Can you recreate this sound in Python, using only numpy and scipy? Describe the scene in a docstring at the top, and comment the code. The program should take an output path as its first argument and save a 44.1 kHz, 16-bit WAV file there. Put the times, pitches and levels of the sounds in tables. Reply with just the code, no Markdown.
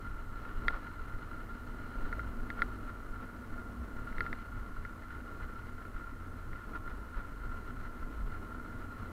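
"""A motorcycle rolls slowly over cobblestones, heard from a camera shut in a plastic case on the rider.
The engine's muffled hum is a wavering tone at the firing rate, with soft exhaust pulses and a hoarse gear whine.
The wheels rumble as shaped noise and taps, with a low judder. Dense small impacts make the case whine.
Bumps are slow pushes of pressure, rattles are short bursts of taps, and knocks are clicks with a short ring.
The microphone adds a faint hiss."""
import sys
import numpy as np
from scipy import signal
from scipy.fft import rfft, irfft, next_fast_len
from scipy.io import wavfile
from scipy.ndimage import map_coordinates

SR = 44100
rng = np.random.default_rng(int(sys.argv[2]) if len(sys.argv) > 2 else 0)


def wav_out(sig):
    """Save sig, one row per channel (or a flat mono array), as 16-bit PCM at SR to the path in sys.argv[1]."""
    wavfile.write(sys.argv[1], SR, np.round(np.clip(np.atleast_2d(sig).T, -1, 1) * 32767).astype(np.int16))


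N = 402176

# how rough the street feels: (t/s, level over the usual/dB); each layer scales this in its own way
ROUGHNESS = [(0, 0.5), (.25, 1), (.62, 2.5), (1.1, 1), (1.75, 1.5), (2.12, 3), (2.36, 0), (2.6, 1.5),
             (3.1, 0), (3.92, -1), (4.22, 3), (4.55, 0), (5.45, 0.65), (6.35, -1), (7.05, -0.1),
             (7.67, 1.2), (8.05, 0.2), (9.12, 0.5)]
# the camera knocks in its case, plus one faint click inside the rattle near 0.75 s: (t/s, click level/dB, ring
# level/dB)
CASE_KNOCKS = [(0.6822, -16, -20), (.749, -48, -34), (2.1272, -32.5, -28), (2.194, -36.5, -29),
               (2.5025, -28, -36), (2.592, -43, -27), (2.6197, -18.5, -18.5), (4.074, -56, -33.5),
               (4.126, -42, -40), (4.1824, -30.5, -35), (4.2064, -22, -23.5), (4.264, -34.5, -31),
               (4.3288, -27, -36), (4.8504, -36, -34), (5.9646, -56, -34.5), (6.531, -40, -45),
               (6.733, -57, -36), (6.7493, -54, -34.5), (6.8771, -47, -34.5)]


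def amp(db):
    """Decibels to gain."""
    return 10 ** (np.asarray(db) / 20)


def unit(x):
    """Scale to an average strength (rms) of 1."""
    return x / np.sqrt(np.mean(x ** 2) + 1e-20)


def curves(rows):
    """Draw straight lines between the rows: one value per sample for each column after the time."""
    s, *cols = np.transpose(rows)
    return [np.interp(np.arange(N) / SR, s, c) for c in cols]


def wobble(rate):
    """A smooth random curve, with rate random points a second."""
    points = rng.standard_normal(int(N * rate / SR) + 4)
    return map_coordinates(points, [np.arange(N) * rate / SR])


def filtered(x, response):
    """Change the strength and phase of each frequency in x by the given response."""
    m = next_fast_len(N + SR // 2)  # spare room lets the ringing die out
    spectrum = rfft(x, m) * response(np.fft.rfftfreq(m, 1 / SR))
    return irfft(spectrum, m)[:N]


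def gains(points, hz):
    """Gain at each frequency, read between (f/Hz, level/dB) points on a log axis."""
    f, db = np.transpose(points)
    return amp(np.interp(np.log(hz + 1), np.log(f + 1), db))


def coloured(x, points):
    """Filter x by the given tone curve, then scale to rms 1."""
    return unit(filtered(x, lambda hz: gains(points, hz)))


def impulse(points, size=4096):
    """A pulse with the given spectrum that starts at once (minimum phase), scaled to peak 1."""
    cepstrum = irfft(np.log(gains(points, np.fft.rfftfreq(size, 1 / SR))))
    # folding the second half onto the first puts the energy as early as possible
    cepstrum[1:size // 2] *= 2
    cepstrum[size // 2 + 1:] = 0
    pulse = irfft(np.exp(rfft(cepstrum)))
    return pulse / np.abs(pulse).max()


def resonance(hz, centre, width):
    """Response of one damped mode: strongest at its centre, and ringing longer when it is narrow."""
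    return 1j * hz * width / (centre ** 2 - hz ** 2 + 1j * hz * width)


def taps(rate, scatter_db):
    """Random tiny impacts of uneven size, about rate of them a second, at rms 1."""
    hits = rng.random(N) < rate / SR
    sizes = rng.standard_normal(N)
    return unit(hits * sizes * amp(scatter_db * rng.standard_normal(N)))


def swells(rows):
    """A gain that rises and falls in a bell around each (t/s, peak level/dB, half-width/s)."""
    gain, t = np.zeros(N), np.arange(N) / SR
    for s, db, length in rows:
        near = slice(*np.searchsorted(t, [s - 10 * length, s + 10 * length]))
        gain[near] += amp(db) * np.exp(-((t[near] - s) / length) ** 2 / 2)
    return gain


def engine(gear_order=12.2, gear_blur=130):
    """Uneven firings through the exhaust, a hum at the firing rate and a hoarse gear whine locked to it."""
    # engine speed: (t/s, firing rate/Hz), wavering slightly below
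    speed_curve = [(0, 93.5), (2, 97.6), (3.3, 93.1), (4.3, 89.3), (5.5, 93.1), (6, 88.3), (7.2, 86.3),
                   (9.12, 90)]
    # the hum rises and falls with the throttle: (t/s, level/dB)
    throttle_curve = [(0, -56), (1.3, -61.5), (3.3, -52.5), (4.3, -62), (4.9, -74), (5.5, -58.5),
                      (6.45, -52), (6.8, -68), (8.2, -57.5), (9.12, -52)]
    # tone of the exhaust: (f/Hz, relative level/dB)
    exhaust_tone = [(40, -25), (90, 9.5), (160, -20), (245, -7.5), (320, -11.5), (450, -9.5), (700, -19.5),
                    (1500, -33), (4000, -80)]
    exhaust_db, gear_db = -60.5, -65.5
    (firing_hz,), (hum_db,) = curves(speed_curve), curves(throttle_curve)
    turns = np.cumsum(firing_hz * (1 + .01 * wobble(25))) / SR  # counts firings
    firings = np.diff(np.floor(turns), prepend=0) * amp(3.1 * rng.standard_normal(N))
    hum = unit(np.sin(2 * np.pi * turns) * amp(3.3 * wobble(14)))
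    mesh = 2 * np.pi * gear_order * turns
    # backlash smears the tone
    gears = unit(np.sin(mesh) * wobble(gear_blur) + np.cos(mesh) * wobble(gear_blur))
    exhaust = amp(exhaust_db) * coloured(firings, exhaust_tone)
    return amp(hum_db) * hum + exhaust + amp(gear_db) * gears


def wheels(boom_hz=243, boom_width_hz=14, sway_lumps_db=3.5, drum_lumps_db=0.9):
    """The bike sways and judders while the stones drum on the tyres, with a hollow boom beneath."""
    # tone of the sway: (f/Hz, relative level/dB per Hz)
    sway_tone = [(3, -15.5), (13, -3), (22, 0), (33, -5), (48, -22), (75, -13), (115, -15.5), (150, -26.5),
                 (300, -59), (1000, -90)]
    # tone of the drumming: (f/Hz, relative level/dB per Hz)
    drum_tone = [(70, -8.5), (150, -6.5), (195, -0.5), (250, -1.5), (315, -0.5), (345, -6), (430, -6),
                 (550, -11.5), (660, -10.5), (800, -18), (1200, -14.5), (3000, -43)]
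    # how hard the stones drum on the tyres: (t/s, level over the usual/dB), scaled for each layer
    drumming_curve = [(0, -2), (.7, 0), (1.15, -1.5), (2, 2.5), (2.55, 3), (3.2, 0), (3.7, 2.5), (4.8, -2),
                      (5.3, 0), (6.1, -1.5), (7.6, 0), (8.1, -.5), (8.6, 2), (8.88, .5), (9.12, 2.5)]
    # patches of stones that set the bike juddering: (t/s, peak level/dB)
    judder_patches = [(.7, -45), (1.65, -48), (2.22, -40.5), (2.68, -45), (3.79, -41.5), (4.55, -44),
                      (5.25, -49), (6.97, -47), (7.42, -45.5), (8.22, -42.5)]
    # usual levels in dB, and dB gained per dB of roughness (sway) or drumming (drum, boom)
    sway_level_db, sway_grows = -45.5, 1.45
    drum_level_db, drum_grows = -52.5, 0.98
    boom_level_db, boom_grows = -58, 2.07
    judder_db, patch_s = -52, 0.071  # judder between the patches; half-width of a patch
    thud_db, thud_s = -33.5, 0.018  # tyre's thud around each knock, against its click; its half-width

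    (road_db,), (drumming_db,) = curves(ROUGHNESS), curves(drumming_curve)
    sway = coloured(rng.standard_normal(N), sway_tone)
    sway = sway * amp(sway_grows * road_db + sway_lumps_db * wobble(12))

    drum = coloured(taps(rate=1200, scatter_db=1.0) + 0.84 * rng.standard_normal(N), drum_tone)
    thuds = swells([(s, click_db + thud_db, thud_s) for s, click_db, _ in CASE_KNOCKS])
    drum_gain = amp(drum_level_db + drum_grows * drumming_db + drum_lumps_db * wobble(16))
    drum = drum * (drum_gain + thuds)

    def hollow(hz):
        narrow = resonance(hz, boom_hz, boom_width_hz)
        return narrow * resonance(hz, boom_hz, 4 * boom_width_hz)

    boom = unit(filtered(rng.standard_normal(N), hollow))
    boom = amp(boom_level_db + boom_grows * drumming_db) * boom

    stone_hz = 50 + 8.5 * wobble(22)  # the rows of stones are unevenly spaced
    judder = unit(np.sin(2 * np.pi * np.cumsum(stone_hz) / SR) * amp(3.2 * wobble(20)))
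    patches = swells([(s, db, patch_s) for s, db in judder_patches])
    judder = judder * np.hypot(amp(judder_db), patches)
    return amp(sway_level_db) * sway + drum + boom + judder


def case(drive, modes):
    """The given case modes ringing, at rms 1; a second, wider resonance steepens each one's skirts."""
    def response(hz):
        return sum(amp(db) * resonance(hz, c, w) * resonance(hz, c, 5 * w) for c, w, db in modes)

    return unit(filtered(drive, response))


def whine(split_hz=2500):
    """Dense small impacts keep the case ringing; its low and high modes both grow with the roughness."""
    # modes of the plastic case: (f/Hz, width of the narrower resonance/Hz, relative level/dB)
    case_modes = [(950, 104, -11), (1053, 72, -9), (1356, 125, -1), (1386, 39.7, 1), (1662, 124, -13.5),
                  (2004, 48, -10.5), (2852, 115, -21), (2990, 60, -35), (4096, 165, -26)]
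    # usual levels in dB, and dB gained per dB of roughness
    shake_db, shake_grows = -51.5, 0.88
    chatter_db, chatter_grows = -74, 2
    road_db, = curves(ROUGHNESS)
    impacts = taps(rate=1100, scatter_db=0.0) + 0.79 * rng.standard_normal(N)
    shaking = unit(impacts * amp(1.2 * wobble(30)))
    low = case(shaking, [mode for mode in case_modes if mode[0] < split_hz])
    high = case(shaking, [mode for mode in case_modes if mode[0] >= split_hz])  # fine chatter
    return amp(shake_db + shake_grows * road_db) * low + amp(chatter_db + chatter_grows * road_db) * high


def bumps():
    """Each bump heaves the camera: one slow push of pressure, with a dip on either side."""
    # (t/s, peak level/dB, time from the peak to where the pressure crosses zero/s)
    bump_rows = [(0.362, -31, 0.0083), (0.57, -29, 0.011), (0.68, -27, 0.013), (0.743, -29, .01),
                 (1.144, -34, 0.0099), (1.981, -29, 0.0076), (2.052, -28, 0.018), (2.608, -35, .013),
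                 (3.116, -32, 0.011), (3.535, -32.5, 0.015), (4.119, -35, 0.01), (4.184, -29, 0.013),
                 (4.32, -33, 0.017), (5.958, -32, 0.0076), (7.177, -29.5, 0.0078)]
    out = np.zeros(N)
    for s, db, length in bump_rows:
        u = (np.arange(N) / SR - s) / length
        out += amp(db) * (1 - u ** 2) * np.exp(-u ** 2 / 2)
    return out


def rattles(blur=0.64):
    """Each raised stone shakes loose a brief cluster of taps, blurred by noise."""
    # jolts from raised stones: (t/s, peak level/dB, half-width/s)
    jolt_rows = [(0.477, -47, 0.04), (.707, -40.5, .005), (.755, -43, 0.021), (2.07, -51.5, 0.045),
                 (2.59, -45, 0.029), (2.897, -45, 0.0077), (3.224, -48, 0.019), (4.263, -44.5, 0.015),
                 (5.983, -50, 0.015), (6.57, -51.5, 0.036), (6.76, -44.5, .016), (6.904, -46, .015),
                 (7.189, -45.5, .018), (8.505, -52, 0.0098)]
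    # tone of the rattling: (f/Hz, relative level/dB per Hz)
    rattle_tone = [(40, -40), (200, -13), (450, 0), (750, -8), (1080, -0.5), (1250, 1.5), (1440, 12),
                   (1580, -18), (1760, -2.5), (2100, -13), (2500, -17), (4200, -27), (5500, -34),
                   (9000, -63)]
    clatter = taps(rate=1000, scatter_db=1.5)
    return swells(jolt_rows) * coloured(clatter + blur * rng.standard_normal(N), rattle_tone)


def ticks(per_s=1.4, middle_db=-54.5, scatter_db=3, ring_over_click_db=6):
    """Faint knocks at random moments, as rows like those of CASE_KNOCKS."""
    draws = rng.random((round(per_s * N / SR), 2))
    times = draws[:, 0] * N / SR
    levels = middle_db + scatter_db * (2 * draws[:, 1] - 1)
    return [(s, db, db + ring_over_click_db) for s, db in zip(times, levels)]


def knocks(ring_hz=1400, ring_t60=0.05, rise=0.00098, scrape_t60=0.016, pitch=0.996):
    """A dull click with a hard edge, a quick rebound and a short scrape; the case's main mode rings on."""
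    # body of a knock: (f/Hz, relative level/dB); pitch lowers it slightly below
    click_tone = [(20, -60), (120, -45), (300, -20), (700, -15.5), (1100, -17.5), (1550, -2), (1780, 3.5),
                  (2040, 10.5), (2280, -10.5), (2700, -14.5), (4000, -87), (6000, -95)]
    # its hard contact: (f/Hz, relative level/dB); pitch lowers it in the contact, not in the scrape
    edge_tone = [(1500, -32.5), (2800, -14), (3300, 1), (3520, -6), (3660, 6.5), (3820, -3), (4050, -4.5),
                 (4600, -6), (5150, -17.5), (6000, -29), (9000, -64), (14000, -87)]
    edge_start_db, edge_grows = -9.5, 1.286  # edge of a 0 dB click; it grows faster than the click
    rebound_delay, rebound_db = 0.001774 / pitch, -9  # s; dB against the contact
    scrape_db = -10  # against the edge
    click, edge = impulse(click_tone), impulse(edge_tone)
    t = np.arange(len(click)) / SR
    onset = 1 - np.exp(-t / rise)
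    # t60: seconds to fade by 60 dB
    ring = np.sin(2 * np.pi * ring_hz * t) * amp(-60 * t / ring_t60) * onset
    out = np.zeros(N + SR)
    for s, click_db, ring_db in list(CASE_KNOCKS) + ticks():
        edge_db = edge_start_db + edge_grows * click_db
        contact = amp(click_db) * click + amp(edge_db) * edge
        contact = map_coordinates(contact, [t * SR * pitch])  # played slightly slower
        rebound = np.interp(t - rebound_delay, t, contact, left=0)
        scrape = unit(signal.fftconvolve(rng.standard_normal(len(t)), edge, "same"))
        scrape = scrape * amp(-60 * t / scrape_t60) * onset
        knock = contact + amp(rebound_db) * rebound
        knock = knock + amp(ring_db) * ring + amp(edge_db + scrape_db) * scrape
        out[round(s * SR):][:len(t)] += knock
    return out[:N]


def scene():
    """Add up the engine, the wheels and the whining, rattling, knocking case."""
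    return (engine() + wheels() + whine() + rattles() + bumps() + knocks())[None]


def record(dry, hiss_db=-69.5, top_hz=15780):
    """The microphone adds its hiss; nothing is kept from top_hz upwards."""
    # tone of the hiss: (f/Hz, relative level/dB per Hz)
    hiss_tone = [(100, 8), (3000, -1), (5500, -3.5), (8000, -3.5), (14000, -4.5), (15200, -5), (15800, -51)]
    hiss = amp(hiss_db) * coloured(rng.standard_normal(N), hiss_tone)
    return filtered(dry[0] + hiss, lambda hz: hz < top_hz)[None]


dry = scene()
out = record(dry)
wav_out(out)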